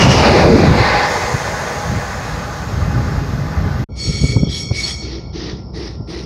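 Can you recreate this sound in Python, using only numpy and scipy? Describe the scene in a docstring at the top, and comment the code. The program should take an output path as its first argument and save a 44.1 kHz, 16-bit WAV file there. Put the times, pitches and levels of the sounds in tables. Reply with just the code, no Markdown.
"""Two trains, from platform and yard.

An electric train rushes past a platform, about 7 m from the microphone, and recedes, its wheels and
rails singing; wind buffets the microphone. After a short silence, in a yard, a second train creeps through
distant points: its wheel flanges scrape and squeal in surges over a low drone, with more thumps of wind."""
import sys
import numpy as np
from scipy import signal
from scipy.fft import rfft, irfft
from scipy.io import wavfile
from scipy.ndimage import uniform_filter1d, minimum_filter1d, map_coordinates

SR = 44100
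rng = np.random.default_rng(int(sys.argv[2]) if len(sys.argv) > 2 else 0)


def transcribe(signal):
    """Save signal, clipped to [-1, 1], as a 16-bit WAV file at the path in sys.argv[1]."""
    frames = np.atleast_2d(signal).T
    limited = np.clip(frames, -1, 1)
    pcm = np.round(limited * 32767).astype(np.int16)
    wavfile.write(sys.argv[1], SR, pcm)


N = 275915
T = np.arange(N) / SR
HZ = np.fft.rfftfreq(N, 1 / SR)
PLATFORM_END_S, YARD_START_S = 3.843, 3.888
TAIL_S, SPEED_M_PER_S, TRACK_M = 0.73, 25.75, 7.2  # the tail passes at TAIL_S, TRACK_M from the microphone

# Wheel roar at the platform, just past it and far down the line: (frequency [Hz], relative level [dB])
ROAR_NEAR = [(250, 0.5), (600, -1), (870, -4), (1150, -9), (1580, -12), (2000, -12.5), (2450, -12.5),
             (2800, -28), (3200, -34), (3600, -46)]
ROAR_GONE = [(150, -56), (250, -13), (488, -1.5), (683, -5), (834, 0), (933, -4), (1030, -3), (1360, -10),
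             (1460, -7.5), (1750, -6.5), (2100, -7), (2980, -24), (3600, -22), (4680, -55), (7920, -120)]
ROAR_FAR = [(150, 5), (250, -5.5), (382, -13), (422, -8.5), (631, -4), (834, -4.5), (933, -7), (1170, -4.5),
            (1470, -7.5), (2040, -12), (2150, -15), (3600, -27), (4680, -28), (7920, -120)]
# Resonances of rails and wheels: (frequency [Hz], width [Hz], prominence before softening [dB])
RAIL_MODES = [(352, 8, 6), (429, 9, 4), (484, 10, 7), (505, 16, 4), (575, 10, 3), (615, 22, 6),
              (768, 10, 4), (824, 8, 13), (866, 20, 2), (1005, 14, 5), (1105, 10, 6), (1201, 14, 7),
              (1490, 14, 6), (1507, 12, 9), (1658, 10, 8), (1730, 12, 6), (1795, 20, 6), (1857, 10, 6),
              (2020, 16, 5), (2068, 12, 8), (2525, 16, 12), (2787, 14, 10)]
# Wheel hiss close up and far off, and the rails' fine fizz: (frequency [Hz], relative level [dB])
HISS_NEAR = [(2600, 7), (2850, 3.5), (3200, -0.5), (3700, 3.5), (4400, 7), (5000, 6.5), (5900, -2),
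             (6600, -9.5), (7500, -16), (9000, -18)]
HISS_FAR = [(2600, -28), (3100, 9.5), (3800, 10.5), (4600, 12.5), (5500, 12.5), (6400, -1), (7100, -17),
            (7800, -41), (9000, -30)]
RAIL_FIZZ = [(5600, -1.5), (6400, 12.5), (7400, 2.5), (7900, -3.5), (9500, -4.5), (10500, -11), (11200, -6),
             (13000, -12), (14200, -32), (15700, -10)]


def rolling():
    """Wheels on rails, from the platform: roar, hiss and fizz; the ringing stands out as they leave."""
    roar_band, hiss_band, fizz_band = (500, 2600), (3000, 7000), (8000, 15000)
    roar_db, hiss_db = wheel_levels()
    # the fizz is strongest just behind the train, then dies away
    fizz_db = -44 - 7 * np.maximum(T - 1.13, 0) - 7.5 * np.clip((1.13 - T) / 0.15, 0, 1)
    ring = 1 + sum((amp(db) - 1) * peak(hz, width) for hz, width, db in RAIL_MODES)
    near = doppler(noise(colour(ROAR_NEAR) * ring ** 0.44, roar_band))  # the power softens the ringing
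    gone = noise(colour(ROAR_GONE) * ring ** 0.82, roar_band)
    far = noise(colour(ROAR_FAR) * ring ** 0.82, roar_band)
    roar = blend(blend(near, gone, 0.64, 0.857), far, 1.15, 2.57)
    near_hiss = doppler(noise(colour(HISS_NEAR), hiss_band))
    hiss = blend(near_hiss, noise(colour(HISS_FAR), hiss_band), 1.0, 1.08)
    fizz = noise(colour(RAIL_FIZZ), fizz_band)
    wheels = roar * amp(roar_db) + hiss * amp(hiss_db) + fizz * amp(fizz_db)
    return patchy(wheels * amp(0.31 * drift(15)), depth_db=0.98, span_hz=500, span_s=0.06)


# Sets of wheels swing into earshot: (time [s], half length [s], extra roar [dB], extra hiss [dB])
BOGIES = [(0.023, 0.045, 8, 12.5), (0.119, 0.036, 6, 12), (0.184, 0.033, 3.5, 8), (0.255, 0.058, 8, 9),
          (.385, 0.084, 7.5, 8.5), (0.62, 0.09, 3, 4), (0.952, 0.17, 1.5, 4.5)]


def wheel_levels():
    """Roar and hiss in dB: they surge with each bogie, open up behind the tail and fall with distance."""
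    distance_m = np.hypot(TRACK_M, SPEED_M_PER_S * np.maximum(T - TAIL_S, 0))
    decades = np.log10(distance_m / TRACK_M)
    screened = np.clip(1 - (T - TAIL_S) / 0.057, 0, 1)  # car bodies hide the wheels from the microphone
    roar_db = -14.5 - 16 * decades - 5.5 * screened
    hiss_db = -28 - 15 * decades - 3.5 * screened
    for s, half, extra_roar_db, extra_hiss_db in BOGIES:
        roar_db += extra_roar_db * bump(s, half)
        hiss_db += extra_hiss_db * bump(s, half)
    return roar_db, hiss_db


# Fall in pitch as the wheels pass the microphone: (time [s], pitch [ratio])
DOPPLER_FALL = [(0, 1.14), (.14, 1.12), (.23, 1.016), (.33, 1.), (.7, 0.96)]


def doppler(x):
    """Doppler shift: a sound runs faster while its wheels approach, slower as they leave."""
    position = np.cumsum(curve(DOPPLER_FALL)) % (N - 1)
    return map_coordinates(x, [position], order=3)


# Car bodies alongside the platform: (frequency [Hz], relative level [dB])
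CAR_RUMBLE = [(12, -41), (20, -17), (27, -20), (60, 2), (139, 2), (195, 0.5), (280, -7.5), (382, -12.5),
              (500, -15), (650, -35), (1100, -120)]
# The cars push air ahead of them: (time [s], half length [s], extra rumble [dB])
AIR_SURGES = [(0.071, 0.047, 9), (0.315, .03, 3.5), (0.504, 0.055, 5), (0.696, 0.05, 7.5)]


def cars():
    """Close by, the car bodies rumble, the rail whines under them, and the last car's whoosh sinks."""
    surge_db = sum(db * bump(s, half) for s, half, db in AIR_SURGES)
    rumble_db = -14.5 + surge_db - 34.5 * np.maximum(T - TAIL_S, 0)
    _, hiss_db = wheel_levels()
    whine = noise(peak(2840, width_hz=180)) * amp(hiss_db - 2.5) * np.clip((0.52 - T) / 0.47, 0, 1)
    whoosh_s, octaves_per_s = 0.35, 5.7
    whoosh = gliding(733.4 * 2 ** (-octaves_per_s * (T - whoosh_s)), width_hz=176)
    whoosh *= amp(-10.5) * swell(whoosh_s, length_s=0.21, attack_s=0.11, release_db_per_s=66)
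    return noise(colour(CAR_RUMBLE)) * amp(rumble_db) + whine + whoosh


# Modes of the squealing wheels across the yard: (frequency [Hz], width [Hz], relative level [dB])
WHEEL_MODES = [(1290, 110, -15), (2240, 45.7, -3), (3326, 170, -8), (4405, 71.4, 0.5), (5530, 170, -3),
               (6640, 180, -4.5), (7750, 140, -11.5), (8840, 160, -16), (9980, 150, -25), (11050, 110, -24),
               (12130, 100, -43), (13150, 150, -47)]
# Squeals of the wheels: a faint one already ringing as the yard opens, then rubs that set them squealing:
# (start [s], length [s], level [dB], extra for the top modes [dB])
SQUEALS = [(3.883, 0.086, -48.5, -23), (3.953, .375, -33, 2), (4.48, .14, -36, 3.5), (4.73, 0.18, -34, 6)]
# One mode takes over for a moment: (time [s], frequency near it [Hz], extra [dB], half length [s])
MODE_FLARES = [(4.038, 4400, 5, .031), (4.122, 5510, 4.5, 0.094), (4.125, 2225, 4, 0.016),
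               (4.176, 4400, 7, 0.027), (4.18, 3330, 9, 0.02), (4.292, 2225, 9, 0.04),
               (4.532, 3330, 15.5, 0.084), (4.606, 5510, 10.5, 0.13), (4.765, 2225, 11, 0.062),
               (4.845, 4400, 11.5, 0.015), (4.905, 3330, 13.5, 0.034), (4.91, 5510, 8.5, 0.056),
               (4.57, 11080, 11, 0.062), (4.85, 13150, 10, .08)]
# The squeal sags as the wheel slows: (time [s], pitch [ratio])
PITCH_SAG = [(3.9, 1.), (4.3, 1.004), (4.6, 1.), (4.75, .991), (4.86, .998), (5.2, .988)]


def squeal():
    """Distant flanges stick and slip: wheel modes squeal, each flaring alone; the upper ones die first."""
    modes = np.zeros(N)
    for hz, width, db in WHEEL_MODES:
        upper = np.clip((hz - 5500) / 3000, 0, 1)  # a harder bite favours the upper modes
        release_db_per_s = 47 + 137 * upper
        bites = [amp(level_db + upper * bright_db) * swell(start, length, 0.065, release_db_per_s)
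                 for start, length, level_db, bright_db in SQUEALS]
        flare_db = sum(extra * bump(s, half) for s, f, extra, half in MODE_FLARES if abs(f - hz) < 500)
        waver_hz = width * (0.1165 * drift(63.4) + 0.19 * drift(13.83))
        phase = 2 * np.pi * np.cumsum(hz * curve(PITCH_SAG) + waver_hz) / SR
        whistle = np.cos(phase) * amp(2.6 * drift(33))
        rough_skirt = noise(peak(hz, width) ** 0.67 * np.exp(-((HZ - hz) / 430) ** 2))
        gain = np.max(bites, axis=0) * amp(db + flare_db + 1.4 * drift(11))
        modes += unit(whistle + 1.13 * rough_skirt) * gain
    return modes


# Flange rubs at the distant points: (start [s], length [s], scrape [dB], groan [dB], sizzle [dB])
FLANGE_RUBS = [(3.949, 0.37, -41.5, -42, -69), (4.472, 0.11, -39, -37.5, -72),
               (4.716, 0.18, -34.5, -38.5, -52), (5.001, .16, -45, -32.5, -90),
               (5.323, 0.19, -42.5, -29.5, -75), (5.729, 0.14, -43, -30, -64.5),
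               (6.068, .14, -43.5, -30.5, -61)]
# Grinding steel and the dry sizzle on top of it: (frequency [Hz], relative level [dB])
SCRAPE_COLOUR = [(550, -1), (800, -2), (1200, -1.5), (1550, -7.5), (1900, 2), (2500, -4.5), (3000, -6),
                 (3500, -1.5), (4400, 1.5), (5000, 3), (5750, 0.5), (6500, -15.5), (7500, -34), (9000, -52)]
SIZZLE_COLOUR = [(6500, -16), (8300, -5), (9200, 4), (10200, -19), (11200, -10), (13000, -21)]


def flanges():
    """Across the yard each flange rub grinds and sizzles on the rail; the wheel's lowest mode groans."""
    scrape, groan, sizzle = np.zeros((3, N))
    for start, length, scrape_db, groan_db, sizzle_db in FLANGE_RUBS:
        contact = swell(start, length, attack_s=0.039, release_db_per_s=177)
        scrape += amp(scrape_db) * contact
        sizzle += amp(sizzle_db) * contact
        groan += amp(groan_db) * swell(start, length, attack_s=0.039, release_db_per_s=139)
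    band = (3450, 4250)
    thin = noise(colour(SCRAPE_COLOUR) / (1 + (2100 / (HZ + 1)) ** 3), band)  # while the wheel squeals
    full = noise(colour(SCRAPE_COLOUR), band)
    grinding = scrape * blend(thin, full, 4.79, 5.2)
    grinding += sizzle * noise(colour(SIZZLE_COLOUR)) * amp(2.3 * drift(300))
    groan *= noise(peak(332, width_hz=49) + 0.45 * peak(424, width_hz=60))
    return groan + patchy(grinding * amp(1.1 * drift(140)), depth_db=2.0, span_hz=860, span_s=0.052)


# Single eddies strike the microphone: (time [s], level [dB], swing frequency [Hz])
EDDIES = [(0.807, -4, 108.9), (1.346, -9.5, 135), (1.978, -12.5, 111), (4.242, -3.5, 137), (4.367, -1, 132),
          (4.434, -4.5, 182), (4.473, -10, 140.6), (4.714, -3, 107), (6.007, -15.5, 110)]


def buffets():
    """Each eddy gives one short swing of pressure and a puff of flutter; the hardest ones crack."""
    thumps = np.zeros(N)
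    flutter = noise(peak(225, width_hz=205) / (1 + (HZ / 1500) ** 4))
    crack = noise(peak(580, width_hz=800) / (1 + (HZ / 1400) ** 6))
    for s, db, hz in EDDIES:
        swing = np.sin(2 * np.pi * (T - s) * hz) + amp(-10.5) * flutter
        thumps += amp(db) * bump(s, 0.76 / hz) * swing
        thumps += amp(2 * db - 22) * bump(s, 0.003) * crack
    return thumps


# Wind right on the microphone: (frequency [Hz], relative level [dB])
WIND_COLOUR = [(12, -69), (20, -41), (53, 6), (75, 5.5), (140, 2.5), (215, -6.5), (375, -17), (422, -11.5),
               (455, -24), (497, -16.5), (700, -36), (910, -56), (1540, -120)]
# Gusts on the platform, then in the yard: (time [s], half length [s], level [dB])
GUSTS = [(1.12, 0.077, -31), (1.349, 0.017, -17), (1.924, 0.062, -17), (2.42, 0.23, -28), (2.77, 0.15, -19),
         (2.995, 0.16, -15.5), (3.176, 0.089, -16), (3.45, 0.39, -19.5), (3.644, 0.089, -15.5),
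         (3.818, 0.08, -17.5), (4.086, 0.058, -17), (4.24, 0.051, -15.5), (4.37, 0.17, -17.5),
         (4.693, 0.11, -23.5)]


def wind(steady_db, lumps_db, knee_hz):
    """Lumpy low turbulence at the microphone: gusts, weaker below the knee, over a steady flow."""
    gust_gain = np.sqrt(sum((amp(db) * bump(s, half)) ** 2 for s, half, db in GUSTS))
    steady = amp(steady_db) * noise(colour(WIND_COLOUR))
    gusts = gust_gain * noise(colour(WIND_COLOUR) * HZ / np.hypot(HZ, knee_hz))
    return (steady + gusts) * unit(amp(lumps_db * drift(32)))


# The yard's distant wash, and air from the creeping train: (frequency [Hz], relative level [dB])
YARD_WASH = [(45, -19), (70, -4.5), (110, -1.5), (190, -3.5), (280, -13.5), (540, -19.5), (850, -22.5),
             (1400, -35.5), (1600, -53), (2600, -57), (4000, -53)]
AIR_HISS = [(3800, -23), (4500, 5), (5500, 20), (5900, -20), (6500, -43), (8000, -36)]
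# Steady machinery in the yard: (frequency [Hz], width [Hz], level [dB])
MACHINE_DRONE = [(61.9, 8.5, -32), (1376, 13, -58)]


def yard():
    """Distant wash, a thin hiss of air that draws nearer, and the drone of machinery."""
    drone = sum(amp(db) * noise(peak(hz, width)) for hz, width, db in MACHINE_DRONE)
    air = amp(-51) * noise(colour(AIR_HISS)) * np.clip((T - 3.9) / 0.6, 0, 1)
    return amp(-31.5) * noise(colour(YARD_WASH)) + air + drone


def platform_hiss():
    """A faint, steady high hiss over the platform."""
    return amp(-58.5) * noise(peak(12400, width_hz=2400) ** 2)


def amp(db):
    """Decibels to gain."""
    return 10 ** (np.asarray(db) / 20)


def unit(x):
    """Scales to rms 1."""
    return x / np.sqrt(np.mean(x ** 2) + 1e-20)


def curve(rows):
    """Points joined by straight lines in time."""
    return np.interp(T, *np.transpose(rows))


def colour(points):
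    """Gain at every frequency; it falls steeply past the ends of the points."""
    hz, db = np.transpose(points)
    f = HZ + 1
    gain = amp(np.interp(np.log(f), np.log(hz), db))
    return gain * np.minimum(f / hz[0], 1) ** 2 * np.minimum(hz[-1] / f, 1) ** 6


def peak(hz, width_hz):
    """Gain of a resonance with steep skirts."""
    return 1 / (1 + ((HZ - hz) / (width_hz * 0.78)) ** 2)


def noise(gain, band=None):
    """Noise of a given spectrum with rms 1, overall or inside a band in Hz."""
    spectrum = rfft(rng.standard_normal(N)) * gain
    inside = spectrum if band is None else spectrum * (HZ > band[0]) * (HZ < band[1])
    return irfft(spectrum, N) / np.std(irfft(inside, N))


def drift(rate_hz):
    """Random motion of rms 1, mostly slower than the rate."""
    return noise(1 / (1 + (HZ / rate_hz) ** 4))


def gliding(hz, width_hz):
    """A band of noise whose centre follows a curve."""
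    phase = 2 * np.pi * np.cumsum(hz) / SR
    return drift(width_hz) * np.cos(phase) + drift(width_hz) * np.sin(phase)


def patchy(x, depth_db, span_hz, span_s):
    """Turbulence: the level wanders in patches of time and frequency."""
    frames = signal.stft(x, nperseg=512, noverlap=384)[2]
    field = rng.standard_normal(frames.shape)
    field = uniform_filter1d(field, max(1, round(span_hz * 512 / SR)), axis=0)
    field = uniform_filter1d(field, max(1, round(span_s * SR / 128)), axis=1)
    return signal.istft(frames * amp(depth_db * unit(field)), nperseg=512, noverlap=384)[1][:N]


def blend(a, b, start_s, end_s):
    """Passes from one noise to another at even power."""
    share = np.clip((T - start_s) / (end_s - start_s), 0, 1)
    return np.sqrt(1 - share) * a + np.sqrt(share) * b


def swell(start_s, length_s, attack_s, release_db_per_s):
    """Gain that rises, holds to the end of the length, then dies away."""
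    rise = np.clip((T - start_s) / attack_s, 0, 1)
    return rise * amp(-release_db_per_s * np.maximum(T - start_s - length_s, 0))


def bump(s, half_length_s):
    """A smooth rise and fall of height 1 around a moment."""
    return np.exp(-((T - s) / half_length_s) ** 2)


def scene():
    """One microphone on the platform, then in the yard, with a short silence between."""
    on_platform = platform_hiss() + rolling() + cars() + wind(steady_db=-29, lumps_db=1.2, knee_hz=35)
    in_yard = flanges() + squeal() + yard() + wind(steady_db=-36, lumps_db=2.5, knee_hz=129)
    ending = np.clip((PLATFORM_END_S - T) / 0.0034, 0, 1)
    opening = np.clip((T - YARD_START_S) / 0.0029, 0, 1) * amp(np.interp(T, [3.89, 4.08], [-3, 0]))
    return (on_platform * ending + in_yard * opening + buffets())[None]


def record(dry):
    """The microphone sheds the deepest bass, a quick limiter holds the peaks, and the top treble is cut."""
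    ceiling, window, edge_hz = 0.94, 32, 15700
    heard = signal.sosfilt(signal.butter(2, 30, "highpass", fs=SR, output="sos"), dry)
    overload = np.maximum(abs(heard) / ceiling, 1)
    gain = minimum_filter1d(1 / overload, 2 * window + 1)
    gain = uniform_filter1d(uniform_filter1d(gain, window), window)
    lowpass = signal.firwin(511, edge_hz, window=("kaiser", 9), fs=SR)
    return signal.oaconvolve(heard * gain, lowpass[None], "same")


dry = scene()
out = record(dry)
transcribe(out)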